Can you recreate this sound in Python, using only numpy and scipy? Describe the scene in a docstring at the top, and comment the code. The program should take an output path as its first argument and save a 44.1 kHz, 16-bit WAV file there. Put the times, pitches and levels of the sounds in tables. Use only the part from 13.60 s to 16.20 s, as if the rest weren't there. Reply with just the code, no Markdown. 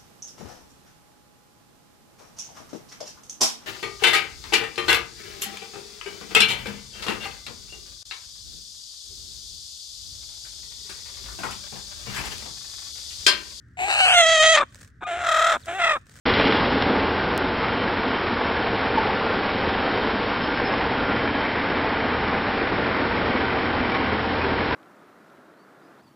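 """A squawking hen

A hen, carried by hand outdoors close to a camera, squawks three times. Her voice is a stream of pulses
and puffs of air, shaped by her throat and beak. Each call starts as a hoarse rasp, opens into a scream
or a fluttering squawk and drops as the beak shuts. Feathers rustle between the calls (grainy noise),
a small bird whistles far off (gliding tones) and the air rumbles faintly (low noise)."""
import sys
import numpy as np
from scipy import signal
from scipy.fft import rfft, irfft, next_fast_len
from scipy.io import wavfile
from scipy.ndimage import uniform_filter1d, map_coordinates

SR = 44100
rng = np.random.default_rng(int(sys.argv[2]) if len(sys.argv) > 2 else 0)


def master_out(mix):
    """Clip the mix to full scale and print it as 16-bit PCM to the path in sys.argv[1]."""
    frames = np.transpose(np.atleast_2d(mix))
    ceiling = np.clip(frames, -1, 1)
    pcm = np.round(ceiling * 32767).astype(np.int16)
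    wavfile.write(sys.argv[1], SR, pcm)


N = 114660

# The three calls. Each row: time in seconds, pitch in Hz, level in dB, then three amounts from
# 0 to about 1: roughness, doubling (every other pulse comes late and weak) and flutter.
FIRST_CALL = [(.17, 735.4, -45, 0.31, 0, 0.08), (0.194, 722.3, -28.5, 0.48, 0, 0),
              (0.244, 752, -23, 0.38, 0.57, 0.01), (.268, 829.4, -28.5, 0.47, 0.3, 0),
              (.305, 781, -20.5, 1.03, 0.7, 0.06), (0.374, 795.7, -21.5, 0.99, 0.04, 0),
              (.41, 756.3, -14, 0.77, 0.07, 0.03), (.423, 748.7, -16.5, 0.2, 0.23, 0),
              (0.446, 732.3, -14, 0.01, 0.3, 0.07), (.458, 743.3, -16, 0.82, 0.53, 0),
              (.549, 723.6, -14, 0.43, 0.1, 0.08), (.555, 713, -15.5, .06, 0.13, 0.08),
              (0.592, 689, -11.5, 0.17, 0, 0.2), (0.641, 648.4, -16.5, .08, 0.01, 0.28),
              (0.731, 654, -16, 0.1, 0.14, 0.17), (0.786, 626, -17.5, 0.08, 0, 0.16),
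              (.815, 622.3, -13, 0, 0.01, 0.2), (0.837, 644.4, -14, 0.32, 0, 0.05),
              (.875, 634.4, -14, 0.1, 0.01, 0.22), (0.927, 650.7, -15.5, 0.1, 0, 0.3),
              (.953, 612.4, -14, 0.18, 0.06, 0.3), (.968, 593.4, -16, 0.41, 0.12, 0.5),
              (1.015, 578, -19.5, 0.29, 0, 0.57), (1.034, 528, -21.5, 0.7, 0.5, 0.07),
              (1.045, 457.2, -61.5, 1.07, 0.8, 0)]
SECOND_CALL = [(1.408, 711, -51.5, 1, 0.56, 0.13), (1.425, 730.6, -32.5, 0.74, .3, 0.059),
               (1.44, 757.4, -30.5, 0.23, 0.19, 0.045), (1.45, 742, -64, .3, .2, 0),
               (1.462, 719, -51, .3, 0.33, 0.038), (1.47, 717.4, -30, 0.57, .5, 0.16),
               (1.525, 683.5, -28, 0.22, .8, 0.11), (1.584, 715.4, -31.5, 0.62, 0.42, 0.092),
               (1.642, 705.2, -27, 0.63, 0.25, 0.44), (1.686, 664.3, -22, .35, .1, 0.82),
               (1.77, 637.7, -19.5, 0.3, 0.18, 0.48), (1.866, 674.5, -19, 0.36, .1, 0.68),
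               (1.925, 654, -19.5, 0.47, .1, 0.34), (1.968, 582.4, -26.5, 0.99, .6, 0.33),
               (1.977, 470, -59, 0.62, 0.81, 0.013)]
THIRD_CALL = [(2.067, 669.5, -47, 0.39, 0.26, 0.034), (2.085, 669, -29, .35, 0.93, 0.027),
              (2.13, 719.2, -32.5, .55, 0.91, 0), (2.151, 752.5, -30.5, 0.18, 1, 0.15),
              (2.182, 798, -31, 0.27, .9, 0), (2.198, 702, -23.5, 0.3, .3, 0.1),
              (2.244, 673, -19, 0.19, .1, 0.54), (2.284, 659, -20.5, 0.45, 0.082, 0.6),
              (2.316, 628, -19.5, .35, 0.078, 0.56), (2.341, 611.5, -24.5, 0.15, 0.078, 0.34),
              (2.357, 570, -23, 0.15, .2, .1), (2.368, 520, -27, 0.94, .6, 0),
              (2.382, 484, -47, .9, .7, 0.89)]
# How each call flutters. Each row: time of one crest in seconds, rate in Hz, lag of the pitch
# behind the swell in radians.
CALL_FLUTTERS = [(.953, 34.97, 0.5), (1.77, 39.28, 4), (2.249, 42.8, 2)]
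FLUTTER_DB, FLUTTER_BEND, FLUTTER_BREAK = 4.5, 0.077, 0.98  # swell, pitch swing, roughness in the dips
FLUTTER_BRIGHT_DB, BRIGHT_HZ = 4.5, 1550  # the crests lift the treble above this frequency
PITCH_JITTER, TIME_SCATTER, SIZE_SCATTER_DB = 0.05075, 0.093, 5.5  # unevenness at full roughness
DOUBLING_SHIFT, DOUBLING_SIZE = 0.065, 0.097  # share of a cycle, share of a pulse's size
GROWL_HZ, GROWL_DEPTH, GROWL_BEND = 135, 0.39, 0.064  # a slower beat: rate, share of level, of pitch
BREATH_DB, BREATH_GROWTH = -1, 1.32  # breath at full roughness, and how steeply it grows
# Tone colours of the throat and beak, by name. Each row: frequency in Hz, gain in dB.
THROAT_COLOURS = { "wheeze": [(200, -39), (380, -4), (550, -12), (750, 2), (1000, -8.5), (1500, -17.5),
                  (2000, -5.5), (2600, -1), (3300, -18.5), (4200, -19.5), (5200, -34.5), (7500, -21.5),
                  (10500, -41.5), (15000, -45.5)], "hoarse": [(200, -34), (360, -2.5), (520, -8), (720, 3),
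                  (950, -11), (1400, -2), (1750, -4.5), (2300, -8.5), (2800, -9.5), (3700, -13),
                  (4700, -32), (7500, -28), (10000, -41.5), (15000, -65)], "rasp": [(250, -38.5),
                  (500, -12), (750, 1.5), (1050, -7.5), (1550, 0), (2050, -10.5), (2600, 7), (3050, 8),
                  (3500, -10), (4200, -6), (5200, -22.5), (6500, -21), (9000, -21), (11000, -38.5),
                  (15000, -47.5)], "scream": [(250, -18.5), (450, -11), (660, 4.5), (950, -3.5),
                  (1300, -1.5), (1600, 2), (1950, 5), (2300, 0.5), (2650, -3.5), (3300, 5), (3900, -5),
                  (4600, -10.5), (5600, -17), (6500, -7.5), (7700, -20.5), (9500, -25), (11500, -46),
                  (15000, -61.5)], "squawk": [(250, -25), (450, -10), (670, -1.5), (930, -5), (1320, 5.5),
                  (1650, 1.5), (1950, -3), (2250, -11), (2600, -9.5), (2900, -17.5), (3250, -6), (3850, -9),
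                  (4600, -21), (7500, -24), (10000, -37.5), (15000, -51.5)], "cackle": [(250, -27.5),
                  (450, -10.5), (680, -5.5), (920, -2), (1300, 0.5), (1600, -4.5), (1920, 3), (2250, -11),
                  (2550, -1), (2950, -18.5), (3300, -6.5), (3950, -13), (4600, -18.5), (6200, -30.5),
                  (8000, -32), (10500, -51), (15000, -75.5)], "shut": [(150, -20), (260, -8), (600, -8),
                  (1150, 2), (1500, 0), (2000, -17.5), (2450, -11), (3000, -28), (3600, -11.5), (4600, -46),
                  (8000, -40.5), (15000, -79.5)]}
# The voice fades from one colour to the next. Each row: time in seconds, name of the colour.
THROAT_CHANGES = [(.25, "wheeze"), (.33, "rasp"), (0.519, "rasp"), (.575, "scream"), (0.949, "scream"),
                  (0.976, "cackle"), (1.017, "shut"), (1.43, "shut"), (1.47, "hoarse"), (1.569, "hoarse"),
                  (1.68, "squawk"), (1.925, "squawk"), (1.969, "shut"), (2.059, "hoarse"), (2.18, "hoarse"),
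                  (2.22, "cackle"), (2.321, "cackle"), (2.355, "shut")]
# A narrow, moving dip in the treble. Each row: time in seconds, centre in Hz, depth in dB.
MOVING_NOTCH = [(.25, 3180, 3.5), (.3, 3135, 23.5), (.45, 3515, 13), (0.519, 4077, 26.5),
                (0.561, 4860, 26.5), (0.621, 4684, 25), (.68, 4514, 2.5), (1.999, 4487, 7),
                (2.14, 4500, 12), (2.33, 4380, 16)]
NOTCH_WIDTH = 0.088  # share of its frequency
SQUEAK_S, SQUEAK_WIDTH_S, SQUEAK_HZ, SQUEAK_DB, SQUEAK_FALL_DB = 1.46, 0.013, 1220, -30.5, 8.5
# The cluck that ends each call. Each row: time in seconds, level in dB.
CLOSING_CLUCKS = [(1.033, -46), (1.966, -43), (2.369, -46.5)]
CLUCK_HZ, CLUCK_WIDTH_S = 242.5, 0.015
# The head swings past two microphones. Each row: time in seconds, how much earlier the left one
# hears it in milliseconds, how much louder in dB.
HEAD_SWING = [(.2, 0.22, 5.5), (.43, .17, 3.5), (.52, 0.12, 2), (.6, 0.089, -1.5), (.7, 0.016, -0.5),
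              (.8, 0.0043, 0), (.9, -0.055, -2), (1, 0.0047, 1.5), (1.52, -0.037, 0.5), (1.85, .01, 0.5),
              (2.12, -0.055, 0), (2.33, -0.081, -1)]
# Echoes off arm, body and ground, and from the yard. Each row: frequency in Hz, gain in dB.
NEAR_COLOUR = [(500, -7.5), (2000, -12), (4000, -7.5), (8000, 5)]
YARD_COLOUR = [(300, -42.5), (1500, -36), (8000, -29.5)]
NEAR_FADE_S, YARD_FADE_S = 0.046, 0.55  # time to fade by 60 dB
# Feathers brushing. Each row: time in seconds, level in dB.
RUSTLE_LEVELS = [(0, -80), (1, -74), (1.13, -61), (1.16, -55), (1.22, -54.5), (1.28, -58.5), (1.33, -85.5),
                 (1.95, -58), (2.05, -53), (2.3, -48), (2.45, -73.5), (2.495, -57.5), (2.6, -50)]
# Feathers flick against the hand. Each row: start in seconds, peak in dB before FLICK_GAIN_DB is added,
# seconds to fade by 60 dB.
FLICKS = [(1.1458, -32.5, 0.015), (1.1564, -36, 0.017), (1.2145, -34, 0.015), (2.0576, -30, 0.022),
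          (2.4678, -41.5, 0.018), (2.496, -37, 0.012)]
RUSTLE_GRAIN_DB, FLICK_GAIN_DB = 4.5, -7
# The tone colour of the feathers. Each row: frequency in Hz, gain in dB.
FEATHER_COLOUR = [(240, -46), (400, -9), (519, -5.5), (809, -17), (1630, -4), (2750, -14.5), (8400, -11),
                  (10700, -24), (15500, -25.5)]
# The far bird, one list for each whistle. Each row: time in seconds, pitch in Hz, level in dB.
BIRD_WHISTLES = [
    [(1.08, 6030, -66), (1.093, 4100, -63), (1.107, 7470, -72), (1.14, 7230, -70), (1.19, 4850, -71)],
    [(2.0, 5330, -78), (2.02, 4700, -56), (2.045, 3302, -50)],
]
# Tone colours of the air's rumble and the outdoor hush. Each row: frequency in Hz, gain in dB.
RUMBLE_COLOUR = [(20, -24), (40, -17.5), (65, -2), (110, -3.5), (170, -12.5), (270, -16.5), (380, -27),
                 (550, -39.5), (1000, -69.5)]
HUSH_COLOUR = [(200, -12), (400, -23.5), (750, -23.5), (1050, -22), (1300, -2.5), (1800, 4), (2400, -23),
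               (3500, -24), (6000, -23), (10000, -39.5), (15000, -50)]
RUMBLE_DB, HUSH_DB = -52, -65
TOP_HZ = 15800


def hen():
    """The voice box buzzes, the throat and beak shape the buzz, and a squeak and clucks join in."""
    calls = (FIRST_CALL, SECOND_CALL, THIRD_CALL)
    parts = [voice_box(call, *flutter) for call, flutter in zip(calls, CALL_FLUTTERS)]
    buzz, loudness, swell = np.sum(parts, axis=0)
    treble = signal.sosfiltfilt(signal.butter(2, BRIGHT_HZ, "high", fs=SR, output="sos"), buzz)
    buzz = buzz + treble * (amp(FLUTTER_BRIGHT_DB * swell) - 1)
    voice = moving_notch(throat(buzz))
    # Even out the level first, so that the call tables set the loudness.
    power = np.abs(uniform_filter1d(voice ** 2, size=700))
    return loudness * voice / np.sqrt(power + 1e-4 * power.mean()) + squeak() + clucks()


def voice_box(call, crest_s, flutter_hz, pitch_lag):
    """Each vibration gives a pulse and a puff of air. 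Returns the buzz, its loudness and its swell."""
    t = clock()
    hz, db, rough, doubling, flutter = curves(call)
    sounding = (t > call[0][0]) & (t < call[-1][0])
    flutter_angle = 2 * np.pi * flutter_hz * (t - crest_s) + 0.68 * wobble(30)
    swell = flutter * np.cos(flutter_angle)
    rough = np.clip(rough * (1 - FLUTTER_BREAK * swell), 0.01, 1.2)
    growl = rough * np.sin(2 * np.pi * GROWL_HZ * t + 2 * wobble(60))
    bend = FLUTTER_BEND * flutter * np.cos(flutter_angle - pitch_lag) + GROWL_BEND * growl
    jitter = PITCH_JITTER * rough * wobble(350) + 0.0045 * wobble(90)
    hz = hz * (1 + bend + jitter)
    # Place one pulse wherever a whole cycle is complete.
    phase = np.cumsum(hz * sounding) / SR
    cycles = np.arange(1, int(phase[-1]))
    positions = np.interp(cycles, phase[sounding], np.flatnonzero(sounding))
    at = positions.astype(int)
    # Roughness changes each pulse's timing and size at random; doubling does so by turns.
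    time_luck, size_luck = np.sqrt(3) * rng.uniform(-1, 1, (N // 100, 2))[:len(cycles)].T
    by_turns = doubling[at] * (-1) ** cycles
    period = SR / hz[at]
    positions = positions + period * (TIME_SCATTER * rough[at] * time_luck + DOUBLING_SHIFT * by_turns)
    sizes = amp(SIZE_SCATTER_DB * rough[at] * size_luck) * (1 - DOUBLING_SIZE * by_turns)
    puffs = (1 + np.cos(2 * np.pi * phase)) * rng.standard_normal(N)
    breath = amp(BREATH_DB) * rough ** BREATH_GROWTH * puffs * sounding
    buzz = (pulses(positions, sizes * np.sqrt(period)) + breath) * (1 + GROWL_DEPTH * growl)
    return buzz, sounding * amp(db + FLUTTER_DB * swell), sounding * swell


def throat(buzz):
    """The throat changes shape, fading the buzz from one tone colour to the next."""
    times, names = zip(*THROAT_CHANGES)
    voice = np.zeros(N)
    for name, colour in THROAT_COLOURS.items():
        share = np.interp(clock(), times, [float(n == name) for n in names])
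        voice += share * coloured(buzz, colour)
    return voice


def moving_notch(voice):
    """A narrow dip in the treble that climbs during the first call, like a reflection off the hand."""
    hz, t, spectrum = signal.stft(voice, SR, nperseg=512)
    times, centre_hz, depth_db = np.transpose(MOVING_NOTCH)
    distance = (hz[:, None] / np.interp(t, times, centre_hz) - 1) / NOTCH_WIDTH
    cut_db = np.interp(t, times, depth_db) * np.exp(-distance ** 2)
    return signal.istft(spectrum * amp(-cut_db), SR, nperseg=512)[1][:N]


def squeak():
    """The voice cracks once into a short whistle of three harmonics, each weaker than the last."""
    t = clock() - SQUEAK_S
    tone = sum(amp(SQUEAK_DB - SQUEAK_FALL_DB * k) * np.sin(2 * np.pi * (k + 1) * SQUEAK_HZ * t)
               for k in range(3))
    return tone * np.exp(-(t / SQUEAK_WIDTH_S) ** 2)


def clucks():
    """The throat closes after each call with a few soft, slow vibrations."""
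    out = np.zeros(N)
    for time_s, db in CLOSING_CLUCKS:
        t = clock() - time_s
        out += amp(db) * np.exp(-(t / CLUCK_WIDTH_S) ** 2) * np.sin(2 * np.pi * CLUCK_HZ * t)
    return out


def head_swing(voice):
    """The microphone nearer the hen's head hears her earlier and louder."""
    lead_ms, pan_db = curves(HEAD_SWING)
    shift = lead_ms * SR / 1000
    return np.array([amp(side * pan_db) * map_coordinates(voice, [np.arange(N) + side * shift])
                     for side in (0.5, -0.5)])


def echo(voice, colour, fade_s):
    """Many small reflections blur into a fading tail, different at each microphone."""
    t = np.arange(SR // 2) / SR
    tail = rng.standard_normal((2, len(t))) * amp(-60 * t / fade_s)
    tail /= np.linalg.norm(tail, axis=1, keepdims=True)
    return signal.fftconvolve(coloured(voice, colour)[None], tail, axes=1)[:, :N]


def feathers():
    """Feathers brush with a grainy hiss and now and then flick against the hand."""
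    t = clock()
    db, = curves(RUSTLE_LEVELS)
    grain = amp(RUSTLE_GRAIN_DB * wobble(360))
    brush = amp(db) * unit(grain * noise(FEATHER_COLOUR, width=0.6))
    flicks = sum((t > start) * amp(peak_db - 60 * np.abs(t - start) / fade_s)
                 for start, peak_db, fade_s in FLICKS)
    return brush + amp(FLICK_GAIN_DB) * flicks * noise(FEATHER_COLOUR, width=0.5)


def far_bird():
    """A small bird whistles thin, gliding tones."""
    t = clock()
    out = np.zeros(N)
    for whistle in BIRD_WHISTLES:
        hz, db = curves(whistle)
        sounding = (t > whistle[0][0]) & (t < whistle[-1][0])
        fade = uniform_filter1d(1.0 * sounding, size=300)
        out += fade * amp(db) * np.sin(2 * np.pi * np.cumsum(hz) / SR)
    return out


def outdoor_air():
    """The air makes a low, unsteady rumble and a faint hush."""
    rumble = amp(RUMBLE_DB + 1.5 * wobble(13)) * noise(RUMBLE_COLOUR, width=0.16)
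    return rumble + amp(HUSH_DB) * noise(HUSH_COLOUR, width=0.5)


def amp(db):
    """Turn decibels into a number to multiply by."""
    return 10 ** (np.asarray(db) / 20)


def unit(x):
    """Scale a sound to an average power of 1."""
    return x / np.sqrt(np.mean(x ** 2) + 1e-20)


def clock():
    """The time of each sample in seconds."""
    return np.arange(N) / SR


def curves(rows):
    """Join a table's rows with straight lines: one curve for each column after the time."""
    times, *columns = np.transpose(rows)
    return [np.interp(clock(), times, column) for column in columns]


def wobble(rate):
    """A smooth curve through `rate` random values a second."""
    return map_coordinates(rng.standard_normal(N // 8), [clock() * rate], mode="wrap")


def coloured(x, colour):
    """Filter a sound with a tone colour given as rows of frequency and gain."""
    size = 2 * next_fast_len(N // 2 + 8192)
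    hz, db = np.transpose(colour)
    gain_db = np.interp(np.log(np.fft.rfftfreq(size, 1 / SR) + 1), np.log(hz + 1), db)
    # Folding the cepstrum makes the filter ring only after a sound, never before it.
    cepstrum = irfft(np.log(amp(gain_db)), size)
    cepstrum[1:size // 2] *= 2
    cepstrum[size // 2 + 1:] = 0
    return irfft(rfft(x, size) * np.exp(rfft(cepstrum)), size)[..., :N]


def noise(colour, width):
    """Coloured stereo noise; a width of 0 is the same in both ears, 1 is fully spread."""
    mid, side = coloured(rng.standard_normal((2, N)), colour)
    return unit(np.array([mid + width * side, mid - width * side]))


def pulses(positions, sizes):
    """Clean clicks that can fall between two samples."""
    index = np.floor(positions)[:, None].astype(int) + np.arange(-7, 9)
    offset = index - positions[:, None]
    shape = np.sinc(offset) * np.cos(np.pi * offset / 16) ** 2
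    return np.bincount(np.clip(index, 0, N - 1).ravel(), (sizes[:, None] * shape).ravel(), N)


def scene():
    """Mix the hen close by with her echoes, her feathers and the yard behind her."""
    voice = hen()
    echoes = echo(voice, NEAR_COLOUR, NEAR_FADE_S) + echo(voice, YARD_COLOUR, YARD_FADE_S)
    return head_swing(voice) + echoes + feathers() + far_bird() + outdoor_air()


def record(dry):
    """The camera keeps no treble above TOP_HZ."""
    size = next_fast_len(N + SR // 2)
    kept = np.fft.rfftfreq(size, 1 / SR) < TOP_HZ
    return irfft(rfft(dry, size) * kept, size)[:, :N]


dry = scene()
out = record(dry)
master_out(out)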